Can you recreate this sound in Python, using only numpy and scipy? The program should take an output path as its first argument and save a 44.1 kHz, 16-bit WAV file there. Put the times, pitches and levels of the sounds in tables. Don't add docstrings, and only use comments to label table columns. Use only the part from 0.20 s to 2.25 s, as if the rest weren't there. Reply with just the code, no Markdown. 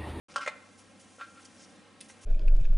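import sys
import numpy as np
from scipy import signal
from scipy.fft import rfft, irfft
from scipy.io import wavfile

SR = 44100
rng = np.random.default_rng(int(sys.argv[2]) if len(sys.argv) > 2 else 0)


def generate_wav(signal):
    frames = np.transpose(np.atleast_2d(signal))
    scaled = np.clip(frames, -1, 1) * 32767
    pcm = np.round(scaled).astype(np.int16)
    wavfile.write(sys.argv[1], SR, pcm)


N = 90404
TIME_S, DECAY_TIME_S = np.arange(N) / SR, np.arange(SR // 2) / SR

# frequency in Hz, t60 in seconds before blade damping, tapped level in dB, pried level in dB.
LID_MODES = [(588.7, 0.21, -13, -25.5), (828, 0.11, -50, -50), (1021, .09, -29, -48),
             (1144, 0.2, -5.5, -15), (1238, .12, -8.5, -28), (1322, 0.044, 0, -27),
             (1380, 0.15, -2.5, -1.5), (1425, 0.04, -3, -30), (1504, 0.42, -11.5, -15),
             (1592, 0.51, -18, -14), (1685, .12, -39, -24), (2625, 0.13, -29, -20.5),
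             (3095, 0.24, -21, -43), (3120, 0.043, -31, -31)]
# frequency in Hz, t60 in seconds, level in dB.
RING_PULL_MODES = [(507.6, 0.1, -12.5), (556, 0.025, -6.5), (588.6, 0.066, 0), (870, 0.21, -17.5),
                   (1332, 0.036, 1.5), (1740, 0.18, -10), (1956, 0.12, -10), (2069, 0.085, 1),
                   (2000, 0.065, -2.5), (2444, 0.065, -9), (2454, 0.068, -8), (2660, 0.072, -12),
                   (4170, 0.06, -11), (6760, 0.046, -12)]

# start in seconds, mode gain in dB, crack gain in dB.
LID_TAPS = [(0.1403, -53.5, -52), (0.16, -28.5, -35), (0.1643, -49, -41), (0.1807, -38, -44.5),
            (0.2107, -45, -48)]
PRY_SLIPS = [(1.0007, -42.5, -64.5), (1.0112, -36, -53.5)]
RING_KNOCKS = [(.2619, -40.5, -40), (.2752, -31, -32.5), (.281, -51, -38), (1.8982, -64, -51)]
# start in seconds, gain in dB.
CAN_BUMPS = [(.141, -48), (0.2774, -36.5), (.9825, -36.5)]
RIVET_TICKS = [(1.8062, -41.5), (1.81, -34)]
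# start in seconds, length in seconds, lid gain in dB, grit gain in dB.
TIP_SKIDS = [(0.086, 0.064, -61, -59.5), (0.15, 0.082, -45, -52.5), (.206, 0.064, -48.5, -46.5)]
PRY_GRINDS = [(.983, .075, -53, -57), (1.15, .08, -66, -60)]
# start in seconds, length in seconds, gain in dB.
GLOVE_RUBS = [(0.086, 0.13, -63), (0.31, 0.74, -64.5), (0.576, 0.053, -59), (0.792, 0.068, -57.5),
              (0.847, 0.67, -61.5), (1.196, 0.16, -65.5), (1.248, 0.019, -54), (1.318, 0.38, -62.5),
              (1.812, 0.09, -58), (1.885, 0.047, -51), (1.921, 0.14, -64), (2.011, 0.098, -53.5)]
FINGER_DRAGS = [(0.104, 0.029, -60), (1.224, 0.009, -61.5), (1.251, 0.011, -55), (1.38, 0.076, -58)]

# frequency in Hz, relative density in dB.
HISS_SPECTRUM = [(25, -27), (50, -16.5), (80, -5.5), (140, 1.5), (210, 2), (310, 1.5), (400, -2.5),
                 (550, -2.5), (800, -6.5), (1200, -8), (2000, -10), (4000, -16.5), (7000, -22),
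                 (10000, -22)]
HAND_SPECTRUM = [(25, -33), (70, -19.5), (150, 0), (250, -8.5), (500, -21), (2000, -50)]
SKID_SPECTRUM = [(200, -4), (800, -11), (2000, 16), (3800, 4.5), (5500, 4.5), (7000, -1.5), (10500, -7)]
TAP_SPECTRUM = [(100, -26), (400, -27), (750, -20), (1300, 7.5), (2100, -9.5), (3000, 3), (3900, -6),
                (5200, -1), (7200, -11.5), (8600, -5), (10500, -20)]
PRY_SPECTRUM = [(200, -17), (800, -23), (1400, 12.5), (2500, 5.5), (3700, 1), (5500, -9), (10500, -28)]
RUB_SPECTRUM = [(200, -5), (1000, -27), (2500, 0), (4000, -6.5), (6000, 2), (8000, -1), (10500, 0.5)]
DRAG_SPECTRUM = [(200, -37), (2500, -9), (4300, -2.5), (5500, 6), (7000, -2), (8000, -7), (10500, -14)]
KNOCK_SPECTRUM = [(100, -29), (350, -65), (550, 5), (900, -0.5), (2100, 11), (3000, -6), (3800, -2),
                  (5000, -11.5), (6700, -9.5), (10500, -16)]
TICK_SPECTRUM = [(200, -21), (1700, -16), (2700, 3.5), (5200, -1.5), (6500, -8.5), (8000, -6.5),
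                 (9500, 4.5), (10500, -4.5)]

# frequency in Hz, left-right correlation from 0 to 1.
HISS_CORRELATION = [(30, 0.22), (150, 0.3), (350, 0.84), (700, 0.93), (3000, 0.81), (10000, 0.9)]
# frequency in Hz, t60 in seconds.
ROOM_DECAY = [(150, .4), (500, .6), (750, .9), (1300, .65), (2000, .6), (5000, .5), (10000, .4)]
# frequency in Hz, relative gain in dB.
ECHO_RESPONSE = [(100, -1), (1000, 0.5), (6500, 2), (10000, -3)]


def amp(db):
    return 10 ** (np.asarray(db) / 20)


def unit_rms(x):
    return x / np.sqrt(np.mean(x ** 2) + 1e-20)


def lookup(table, hz):
    table_hz, values = np.transpose(table)
    return np.interp(np.log(hz + 1), np.log(table_hz + 1), values)


def add(mix, start_s, sound):
    part = mix[max(round(start_s * SR), 0):][:len(sound)]
    part += sound[:len(part)]


def colour(x, spectrum):
    gain = amp(lookup(spectrum, np.fft.rfftfreq(len(x), 1 / SR)))
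    return unit_rms(irfft(rfft(x) * gain, len(x)))


def high_pass(x, hz, order):
    return signal.sosfilt(signal.butter(order, hz, "high", fs=SR, output="sos"), x)


def drift(rate_hz):
    rolloff = 1 + (np.fft.rfftfreq(N, 1 / SR) / rate_hz) ** 4
    return unit_rms(irfft(rfft(rng.standard_normal(N)) / rolloff, N))


def decay(t60_s):
    return amp(-60 * DECAY_TIME_S / t60_s)


def ramp(time_s, rise_s):
    return np.clip(time_s / rise_s, 0, 1)


def ringing(modes):
    return sum(amp(db) * decay(t60_s) * np.sin(2 * np.pi * hz * DECAY_TIME_S) for hz, t60_s, db in modes)


def crack(spectrum, t60_s, tail_db, tail_t60_s):
    envelope = decay(t60_s) + amp(tail_db) * decay(tail_t60_s)
    return colour(rng.choice([-1., 1.], len(DECAY_TIME_S)), spectrum) * envelope


def stroke(start_s, length_s, skew):
    progress = np.clip((TIME_S - start_s) / length_s, 0, 1)
    return np.abs(np.sin(np.pi * progress ** skew))


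def grains(per_s, spread_db):
    slips = rng.standard_normal(N) * (rng.random(N) < per_s / SR)
    return slips * amp(spread_db * np.minimum(rng.exponential(1, N), 3))


def background(hum_hz=98.5, hum_start_s=0.21, drone_hz=204):
    correlation = lookup(HISS_CORRELATION, np.fft.rfftfreq(N, 1 / SR))
    mid = rfft(colour(rng.standard_normal(N), HISS_SPECTRUM)) * np.sqrt((1 + correlation) / 2)
    side = rfft(colour(rng.standard_normal(N), HISS_SPECTRUM)) * np.sqrt((1 - correlation) / 2)
    hiss = irfft(np.array([mid + side, mid - side]), N) * amp(-58.5 + 0.78 * drift(rate_hz=1.35))
    hum = np.sqrt(2) * np.sin(2 * np.pi * hum_hz * TIME_S + 0.35 * drift(rate_hz=15))
    hum *= amp(-70 + 2.6 * drift(rate_hz=2.4)) * ramp(TIME_S - hum_start_s, rise_s=0.02)
    drone = np.sin(2 * np.pi * drone_hz * TIME_S + drift(rate_hz=29))
    drone *= amp(-67.5) * drift(rate_hz=18.6)
    return hiss + hum + drone


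def hand():
    envelope = amp(-59.5) * stroke(start_s=0.07, length_s=0.28, skew=0.7)
    return envelope * colour(rng.standard_normal(N), HAND_SPECTRUM)


def lid():
    out = np.zeros(N)
    tapped = ringing((hz, t60_s, db) for hz, t60_s, db, _ in LID_MODES) * decay(t60_s=2.1)
    pried = ringing((hz, t60_s, db) for hz, t60_s, _, db in LID_MODES) * decay(t60_s=0.6)
    skidded = tapped * decay(t60_s=0.08)
    for start_s, modes_db, crack_db in LID_TAPS:
        contact = crack(TAP_SPECTRUM, t60_s=0.028, tail_db=-11, tail_t60_s=0.13)
        add(out, start_s, amp(modes_db) * tapped + amp(crack_db) * contact)
    for start_s, modes_db, crack_db in PRY_SLIPS:
        contact = crack(PRY_SPECTRUM, t60_s=0.03, tail_db=3, tail_t60_s=0.25)
        add(out, start_s, amp(modes_db) * pried + amp(crack_db) * contact)
    friction = grains(per_s=3000, spread_db=-0.5)
    for strokes, response, spectrum in (TIP_SKIDS, skidded, SKID_SPECTRUM), (PRY_GRINDS, pried, PRY_SPECTRUM):
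        body = unit_rms(signal.fftconvolve(friction, response)[:N])
        grit = colour(friction, spectrum)
        for start_s, length_s, lid_db, grit_db in strokes:
            out += stroke(start_s, length_s, skew=0.7) * (amp(lid_db) * body + amp(grit_db) * grit)
    return high_pass(out, hz=460, order=2)


def glove():
    rubs = sum(amp(db) * stroke(start_s, length_s, skew=0.54) for start_s, length_s, db in GLOVE_RUBS)
    drags = sum(amp(db) * np.sqrt(stroke(start_s, length_s, skew=0.93))
                for start_s, length_s, db in FINGER_DRAGS)
    rasp = drags * colour(grains(per_s=2900, spread_db=2.5), DRAG_SPECTRUM)
    rustle = rubs * colour(grains(per_s=6000, spread_db=-3), RUB_SPECTRUM)
    return rustle + rasp


def ring_pull():
    out = np.zeros(N)
    clack = ringing(RING_PULL_MODES) * ramp(DECAY_TIME_S, rise_s=0.00041)
    for start_s, modes_db, crack_db in RING_KNOCKS:
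        contact = crack(KNOCK_SPECTRUM, t60_s=0.04, tail_db=-10, tail_t60_s=0.13)
        add(out, start_s, amp(modes_db) * clack + amp(crack_db) * contact)
    for start_s, db in RIVET_TICKS:
        tick = crack(TICK_SPECTRUM, t60_s=0.0095, tail_db=-15.5, tail_t60_s=0.09)
        add(out, start_s, amp(db) * high_pass(tick, hz=1880, order=3))
    bump = ringing([(537, 0.012, -3)]) * ramp(DECAY_TIME_S, rise_s=0.0012)
    for start_s, db in CAN_BUMPS:
        add(out, start_s, amp(db) * bump)
    return out


def room_reverb(x):
    hz, frame_s, noise = signal.stft(rng.standard_normal((2, SR)), SR, nperseg=256)
    t60_s = lookup(ROOM_DECAY, hz)[:, None]
    _, tails = signal.istft(noise * amp(-60 * frame_s / t60_s), SR, nperseg=256)
    mid, side = tails * ramp(np.arange(tails.shape[1]) / SR, rise_s=0.0084)
    response = mid + amp(-8.5) * np.array([side, -side])
    return signal.fftconvolve(x[None], response / np.linalg.norm(response[0]), axes=1)[:, :N]


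def with_echo(x, delay_s=0.003773):
    hz = np.fft.rfftfreq(2 * N, 1 / SR)
    reflection = 0.55 * amp(lookup(ECHO_RESPONSE, hz)) * np.exp(-2j * np.pi * hz * delay_s)
    return irfft(rfft(x, 2 * N) * (1 + reflection))[:, :N]


def scene():
    can = high_pass(lid() + ring_pull() + glove(), hz=390, order=4)
    return with_echo(can + amp(-14) * room_reverb(can) + hand() + background())


def record(dry):
    silence_s, cutoff_hz = 0.084, 10450
    opened = dry * ramp(TIME_S - silence_s, rise_s=0.0016)
    low_pass = signal.firwin(511, cutoff_hz, window=("kaiser", 8), fs=SR)
    return signal.oaconvolve(opened, low_pass[None], "same")


dry = scene()
out = record(dry)
generate_wav(out)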